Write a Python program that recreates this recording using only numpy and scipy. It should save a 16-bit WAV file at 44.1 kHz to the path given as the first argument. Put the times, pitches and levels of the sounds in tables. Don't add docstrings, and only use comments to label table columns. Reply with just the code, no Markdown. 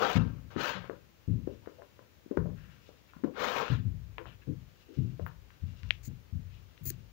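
import sys
import numpy as np
from scipy import signal
from scipy.fft import rfft, irfft, next_fast_len
from scipy.io import wavfile
from scipy.ndimage import uniform_filter1d

SR = 44100
rng = np.random.default_rng(int(sys.argv[2]) if len(sys.argv) > 2 else 0)


def generate_wav(signal):
    frames = np.transpose(np.atleast_2d(signal))
    scaled = np.clip(frames, -1, 1) * 32767
    pcm = np.round(scaled).astype(np.int16)
    wavfile.write(sys.argv[1], SR, pcm)


N = 313992

# start_s, rise_s, hold_s, fall_s, level_db, grit_db, drag_db, cupped
HAND_PUSHES = [(-0.05, 0.045, 0.18, 0.043, -41, -2, -0.5, 0.4),
               (-0.02, 0.046, 0.027, 0.1, -32, -48, -5.5, 0),
               (0.172, 0.024, .01, 0.41, -49.5, -15.5, -11, 0.3),
               (0.5, 0.0076, 0.029, 0.072, -60.5, -3.5, -4, 0.24),
               (0.532, 0.12, 0.04, 0.32, -38.5, -0.5, -10, 0.21),
               (3.329, 0.11, 0.18, 0.16, -35, -7, -7.5, 0.1),
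               (3.637, 0.038, 0.064, 0.18, -53, 0.5, -10.5, 1)]
# start_s, level_db, pitch_hz, fade_s,
# puff_db, settling_db
HANDFULS = [(0.152, -18.5, 104.4, 0.59, -2, -13.5), (0.558, -27, 152, 0.11, 4.5, -31),
            (0.749, -37, 167, 0.71, -19, -29), (1.277, -19.5, 109.4, 0.54, -6, -20),
            (2.377, -23.5, 161.9, 0.74, -15, -20), (3.699, -21, 114.2, 0.68, -11.5, -30),
            (3.853, -27, 98.5, 0.32, -9, -4.5), (4.26, -43, 108, .5, -12, -6.5),
            (4.474, -27, 125.3, 0.47, -12.5, -21.5), (4.972, -21.5, 125.1, 0.54, -6.5, -26),
            (5.21, -27.5, 85.8, 0.32, -32, -14.5), (5.62, -28.5, 88.9, 0.49, -24, -23),
            (5.83, -32.5, 79.7, 0.33, -45, -4.5), (6.074, -32.5, 138.2, 0.39, -7, -14.5),
            (6.325, -23.5, 90.9, 0.34, -30, -11), (6.809, -39.5, 157.2, 0.75, -14, -20),
            (6.865, -32, 120.3, 0.49, -11.5, -11)]
# start_s, level_db,
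# pitch_hz, edge_db, crumble_db
BREAKING_LUMPS = [(0.504, -50, 1490, -10, -26), (0.562, -23, 280, -5.5, -16.5), (0.841, -39, 587, 4, -18),
                  (0.895, -28.5, 385, 2, -17.5), (1.473, -24.5, 338, -19, -21), (1.658, -46, 1400, -7, -17),
                  (1.672, -33.5, 390, -5, -31), (1.818, -45, 507, 6.5, -14.5), (1.99, -46, 486, 3.5, -11),
                  (2.261, -40.5, 274, -32, -24), (2.311, -22.5, 315, -20, -22.5),
                  (2.371, -17.5, 342, -5, -25), (2.456, -33.5, 487, -13, -16),
                  (2.487, -40, 383, -24, -15.5), (2.889, -44, 450, -28, -16), (3.133, -44, 1310, -13, -14),
                  (3.165, -42, 193, -3, -10), (3.236, -24.5, 265, -8.5, -16), (3.243, -20, 293, -14, -16.5),
                  (4.18, -30, 1140, 7, -19.5), (4.254, -46, 480, 12, -7), (5.194, -31, 504, -7.5, -25),
                  (5.262, -29, 1420, -15, -28), (5.502, -46.5, 1940, -7, -21), (5.83, -43.5, 2130, 5, -15),
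                  (6.775, -44, 2870, -16, -30)]
# start_s, level_db, pitch_hz
HARD_CRUMB = [(5.9077, -4.5, 2720)]
# start_s, length_s, level_db, pitch_hz
SOFT_CRUNCHES = [(1.611, 0.13, -64, 800), (1.777, 0.082, -48, 546), (2.559, 0.31, -60.5, 1700),
                 (3.086, .05, -61.5, 2180), (3.26, 0.083, -44, 374), (4.18, 0.098, -45.5, 375),
                 (4.257, 0.12, -55, 2220), (4.415, 0.033, -57, 1930), (4.47, 0.099, -36.5, 308),
                 (4.887, 0.13, -48.5, 337), (6.499, 0.13, -64, 2900)]
# start_s, end_s, level_db, growth_db, sparkle_db
DUST_SPILLS = [(5.26, 5.29, -60.5, -4.5, 13), (6.029, 6.056, -43.5, 6.5, -20),
               (6.049, 6.085, -59.5, -7, -13), (6.833, 6.86, -42.5, 3, 4), (6.852, 6.898, -23, 4.5, 2),
               (6.9, 6.907, -26, 0.5, -11.5)]
# start_s, length_s, level_db
TRICKLES = [(1.2, 1, -72.5), (2.543, 0.62, -67), (4.556, 0.83, -68.5), (5.46, 0.71, -68),
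            (6.45, 0.94, -70.5)]
# start_s, level_db, pitch_hz, fade_s
RIGHT_KNOCKS = [(6.854, -44.5, 357, 0.1), (6.904, -34, 355, 0.043)]

# pitch_hz, width_hz, gain_db
SHEET_RING = [(352, 18, -5.5), (410, 190, 1.5), (506, 20, 6.5), (574, 36, 5), (578.4, 9.1, 4.5),
              (806, 23, 13), (813, 65, -9.5), (1013, 190, 8), (1090, 72, -1), (1407, 130, 5.5),
              (1582, 25, 6), (1760, 63, 0.5), (1747, 15, 7.5), (2670, 46, -1.5), (2980, 170, 2),
              (4680, 96, 2), (5860, 820, 3)]
FLOOR_RING = [(61, 11, 5.5), (90.3, 9.3, 12), (117, 21, -6), (138.6, 37, 2.5), (164.1, 8.8, 10),
              (247, 4.5, 4.5), (357.2, 9.3, 6.5)]
HAND_RING = [(1600, 480, 3.5), (2080, 230, -5), (2720, 580, 8.5), (3500, 340, 1), (3980, 440, 6),
             (5100, 1000, 3)]

# frequency_hz, level_db
SCRAPE_TONE = [(100, -17.5), (450, 1.5), (750, -6.5), (1250, -1), (1700, -10), (2400, -11.5), (4000, -18),
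               (9000, -42)]
GRIT_TONE = [(900, -10.5), (2000, -3), (2700, -7.5), (4200, -11.5), (5500, -20), (6800, -19), (8500, -25.5),
             (12000, -27), (15500, -22.5)]
DRAG_TONE = [(30, -46.5), (90, -27), (140, -19), (260, -7.5), (420, 3.5), (580, -6), (800, 3), (1500, -61)]
RUMBLE_TONE = [(20, -40.5), (40, -2.5), (62, -3), (85, -7), (113, 7.5), (140, -3), (180, -6), (250, -14.5),
               (340, -33.5), (700, -58), (2000, -87.5)]
PUFF_TONE = [(80, -22), (170, 4), (245, 3.5), (350, -8.5), (500, -19.5), (700, -39.5), (2000, -67)]
DUST_TONE = [(600, -49), (2100, -8), (3500, -22.5), (4300, -7.5), (5800, -12), (6600, 1.5), (8000, -2.5),
             (12000, 1), (15000, 9)]
LEFT_HISS_TONE = [(20, -4), (90, 1.5), (210, -8.5), (550, -13), (720, -19), (2500, -20), (4500, -26.5),
                  (8000, -31.5), (15500, -27)]
RIGHT_HISS_TONE = [(20, -8.5), (60, -5.5), (200, -10), (550, -14.5), (1000, -18.5), (3000, -21),
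                   (8000, -25), (15500, -26)]
LEAK_TONE = [(30, -11.5), (65, -19), (110, -20.5), (200, -28.5), (380, -40.5), (700, -45.5), (1500, -56),
             (15000, -51)]
MICROPHONE_TONE = [(6900, 1), (8100, -7), (11000, -6.5), (13700, -6), (14700, 4), (15200, 3), (15700, 1)]

# frequency_hz, fade_s
ROOM_FADE = [(100, 0.39), (500, 0.3), (2500, 0.19), (10000, 0.08)]


def sweeps(scrape_db=4, grit_db=6, drag_db=4, sparkle_hz=5500):
    t, out = np.arange(N) / SR, np.zeros(N)
    scrape = on_sheet(coloured(grains(N, per_second=2200, spread_db=6.5, blur=0.54), SCRAPE_TONE))
    grit = on_sheet(coloured(grains(N, per_second=1300, spread_db=3.5, blur=0.6), GRIT_TONE))
    drag = on_sheet(coloured(grains(N, per_second=690, spread_db=3, blur=0.54), DRAG_TONE))
    scrape, grit = patchy(scrape, depth_db=2), patchy(grit, depth_db=2.5)
    sparkle = filtered(grit, lambda hz: treble_share(hz, sparkle_hz))
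    enclosed = np.zeros(N)
    for start_s, rise_s, hold_s, fall_s, level_db, fine_db, heap_db, cupped in HAND_PUSHES:
        force = push_force(t - start_s, rise_s, hold_s, fall_s)
        hiss = amp(grit_db + fine_db) * (grit - (1 - force ** 0.96) * sparkle)
        heap = force ** 0.94 * amp(drag_db + heap_db) * drag
        stroke = amp(level_db) * (force * (amp(scrape_db) * scrape + hiss) + heap)
        out += (1 - cupped) * stroke
        enclosed += cupped * stroke
    return (out + resonant(enclosed, HAND_RING)) * amp(0.98 * flicker(span_s=0.048))


def push_force(t, rise_s, hold_s, fall_s, range_db=42.5):
    rising = np.clip(1 - t / rise_s, 0, 1)
    falling = np.clip((t - rise_s - hold_s) / fall_s, 0, 2)
    return amp(-range_db * (rising ** 2.75 + falling ** 0.97)) * (t >= 0)


def patchy(x, depth_db):
    bands = signal.stft(x, nperseg=512)[2]
    patches = uniform_filter1d(rng.standard_normal(bands.shape), size=3, axis=0)
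    patches = uniform_filter1d(patches, size=5, axis=1)
    return unit(signal.istft(bands * amp(depth_db * unit(patches)))[1][:len(x)])


def thuds(boom_rise_s=0.0035, rumble_rise_s=0.01, linger_s=0.27, settling_top_hz=110):
    t, out = np.arange(SR) / SR, np.zeros(N)
    onset = lambda rise_s: 1 - np.exp(-(t / rise_s) ** 2)
    for start_s, level_db, pitch_hz, fade_s, puff_db, settling_db in HANDFULS:
        waver = 0.11 * unit(uniform_filter1d(rng.standard_normal(SR), SR // 80))
        boom = np.sin(2 * np.pi * pitch_hz * np.cumsum(1 + waver) / SR) * decay(t, 0.79 * fade_s)
        puff = amp(puff_db - 2) * decay(t, 0.92 * fade_s) * floor_noise(PUFF_TONE, span_s=0.04)
        rumble = amp(-4.5) * decay(t, fade_s) * floor_noise(RUMBLE_TONE, span_s=0.069)
        deep = floor_noise(RUMBLE_TONE, span_s=0.03)
        deep = filtered(deep, lambda hz: 1 / (1 + (hz / settling_top_hz) ** 4))
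        settling = amp(settling_db) * np.exp(-(t / linger_s) ** 2) * deep
        thud = onset(boom_rise_s) * (boom + puff) + onset(rumble_rise_s) * (rumble + settling)
        add(out, start_s, amp(level_db) * thud)
    return out


def floor_noise(tone, span_s):
    noise = resonant(coloured(rng.standard_normal(SR), tone), FLOOR_RING)
    power = np.abs(uniform_filter1d(noise * noise, int(span_s * SR)))
    return noise / np.sqrt(power + 1e-12)


def lumps(knock_db=4, lowest_edge_hz=1400, room_db=-10, contact_s=0.00288, lead_s=0.01):
    out = np.zeros(N)
    for start_s, level_db, pitch_hz, edge_db, crumble_db in BREAKING_LUMPS:
        knock = amp(knock_db) * pulse(pitch_hz, contact_octaves(pitch_hz), lead_s)
        edge = amp(edge_db) * pulse(max(lowest_edge_hz, 2 * pitch_hz), 1.0, lead_s)
        hit = amp(level_db) * (knock + edge)
        ringing = amp(room_db) * room(resonant(hit, SHEET_RING))
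        add(out, start_s + contact_s - lead_s, hit + ringing)
        crumble = crunch(length_s=0.1, pitch_hz=0.74 * pitch_hz, octaves=1.0, skew=0.18)
        add(out, start_s, amp(level_db + crumble_db) * crumble)
    return out


def crack(body_db=-26, body_hz=725, edge_db=-30, room_db=-24, crumble_db=-50, lead_s=0.01):
    out = np.zeros(N)
    for start_s, level_db, pitch_hz in HARD_CRUMB:
        click = pulse(pitch_hz, 0.54, lead_s)
        body = amp(body_db) * pulse(body_hz, 0.67, lead_s)
        edge = amp(edge_db) * pulse(2 * pitch_hz, 1.0, lead_s)
        snap = amp(level_db) * (click + body + edge)
        add(out, start_s - lead_s, snap + amp(room_db) * room(snap))
        crumble = crunch(length_s=0.079, pitch_hz=pitch_hz, octaves=0.76, skew=0.24)
        add(out, start_s, amp(level_db + crumble_db) * crumble)
    return out


def pulse(pitch_hz, octaves, peak_s, cushion_hz=680):
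    hz = np.fft.rfftfreq(SR // 2, 1 / SR)
    top_hz = max(cushion_hz, 1.34 * pitch_hz)
    strength = hump(hz, pitch_hz, octaves) / (1 + (hz / top_hz) ** 7)
    tap = irfft(strength * np.exp(2j * np.pi * (rng.random() - hz * peak_s)))
    return tap / np.abs(tap).max()


def contact_octaves(pitch_hz, typical_hz=370):
    return 0.57 + 0.12 * np.log2(pitch_hz / typical_hz)


def soft_crunches():
    out = np.zeros(N)
    for start_s, length_s, level_db, pitch_hz in SOFT_CRUNCHES:
        octaves = 0.65 * contact_octaves(pitch_hz)
        add(out, start_s, amp(level_db) * crunch(length_s, pitch_hz, octaves, skew=0.4))
    return out


def crunch(length_s, pitch_hz, octaves, skew):
    ticks = grains(SR // 2, per_second=520, spread_db=2.5, blur=0.14)
    rubbing = on_sheet(filtered(ticks, lambda hz: hump(hz, pitch_hz, octaves)))
    progress = np.clip(np.arange(SR // 2) / SR / length_s, 0, 1)
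    return unit(resonant(rubbing, HAND_RING)) * np.sin(np.pi * progress ** skew)


def spills(ramp_s=0.0026, sparkle_hz=10000, room_db=-15):
    t, out = np.arange(SR // 4) / SR, np.zeros(N)
    for start_s, end_s, level_db, growth_db, sparkle_db in DUST_SPILLS:
        length_s = end_s - start_s
        ramps = np.clip(np.minimum(t, length_s - t) / ramp_s, 0, 1)
        flow = ramps * amp(growth_db * (np.minimum(t / length_s, 1) - 2))
        ticks = coloured(grains(len(t), per_second=1800, spread_db=2, blur=0.76), DUST_TONE)
        sizzle = filtered(ticks, lambda hz: amp(sparkle_db * treble_share(hz, sparkle_hz)))
        add(out, start_s, amp(level_db) * flow * unit(sizzle))
    return out + amp(room_db) * room(out)


def right_knocks(rise_s=0.001):
    t, out = np.arange(SR // 4) / SR, np.zeros(N)
    for start_s, level_db, pitch_hz, fade_s in RIGHT_KNOCKS:
        loudness = amp(level_db) * decay(t, fade_s) * (1 - np.exp(-t / rise_s))
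        add(out, start_s, loudness * np.sin(2 * np.pi * pitch_hz * t))
    return out


def sifting(pitch_hz=2700, flicker_db=3.5, skew=0.67):
    falling = grains(N, per_second=700, spread_db=3, blur=0.25)
    stream = on_sheet(filtered(falling, lambda hz: hump(hz, pitch_hz, octaves=1.0)), room_db=2)
    t, flow = np.arange(N) / SR, np.zeros(N)
    for start_s, length_s, level_db in TRICKLES:
        progress = np.clip((t - start_s) / length_s, 0, 1)
        flow += amp(level_db) * np.sin(np.pi * progress ** skew)
    return unit(resonant(stream, HAND_RING)) * flow * amp(flicker_db * flicker(span_s=0.075))


def grains(n, per_second, spread_db, blur):
    ticks = (rng.random(n) < per_second / SR) * rng.choice([-1, 1], n)
    sizes = amp(spread_db * rng.standard_normal(n))
    return unit(unit(ticks * sizes) + blur * rng.standard_normal(n))


def on_sheet(x, room_db=-3):
    ringing = resonant(x, SHEET_RING)
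    return unit(ringing + amp(room_db) * room(ringing))


def room(x):
    hz, t, bands = signal.stft(rng.standard_normal(SR // 2), SR, nperseg=256)
    fall = np.exp(-np.log(1000) * t / along(ROOM_FADE, hz)[:, None])
    tail = signal.istft(bands * fall, SR)[1]
    return signal.fftconvolve(x, tail / np.linalg.norm(tail))[:len(x)]


def background(tone, level_db):
    return amp(level_db) * unit(coloured(rng.standard_normal(N), tone))


def amp(db):
    return 10 ** (np.asarray(db) / 20)


def unit(x):
    return x / np.sqrt(np.mean(x ** 2) + 1e-20)


def along(points, hz):
    frequencies, values = np.transpose(points)
    return np.interp(np.log(hz + 1), np.log(frequencies + 1), values)


def filtered(x, response):
    size = next_fast_len(len(x) + SR // 8)
    return irfft(rfft(x, size) * response(np.fft.rfftfreq(size, 1 / SR)), size)[:len(x)]


def coloured(x, tone):
    return filtered(x, lambda hz: amp(along(tone, hz)))


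def resonant(x, resonances):
    return filtered(x, lambda hz: amp(sum(gain_db / (1 + (2 * (hz - pitch_hz) / width_hz) ** 2)
                                          for pitch_hz, width_hz, gain_db in resonances)))


def hump(hz, centre_hz, octaves):
    return np.exp(-0.5 * (np.log2((hz + 1) / centre_hz) / octaves) ** 2)


def treble_share(hz, corner_hz):
    return 1 / (1 + (corner_hz / (hz + 1)) ** 6)


def decay(t, fade_s):
    return np.exp(-np.log(1000) * t / fade_s)


def flicker(span_s):
    return unit(signal.fftconvolve(rng.standard_normal(N), np.hanning(int(span_s * SR)), "same"))


def add(track, start_s, sound):
    start = max(round(start_s * SR), 0)
    part = track[start:start + len(sound)]
    part += sound[:len(part)]


def scene(echo_db=-13, ahead_s=0.00078):
    left = sweeps() + thuds() + lumps() + crack() + soft_crunches() + sifting() + spills()
    leak = filtered(left, lambda hz: amp(along(LEAK_TONE, hz)) * np.exp(2j * np.pi * hz * ahead_s))
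    right = leak + amp(echo_db) * room(leak) + right_knocks()
    return np.array([left + background(LEFT_HISS_TONE, level_db=-59),
                     right + background(RIGHT_HISS_TONE, level_db=-68)])


def record(dry, low_cut_hz=43, top_hz=15750):
    def response(hz):
        bass_cut = hz ** 4 / np.hypot(hz ** 4, low_cut_hz ** 4)
        return amp(along(MICROPHONE_TONE, hz)) * bass_cut * (hz < top_hz)
    return np.array([filtered(channel, response) for channel in dry])


dry = scene()
out = record(dry)
generate_wav(out)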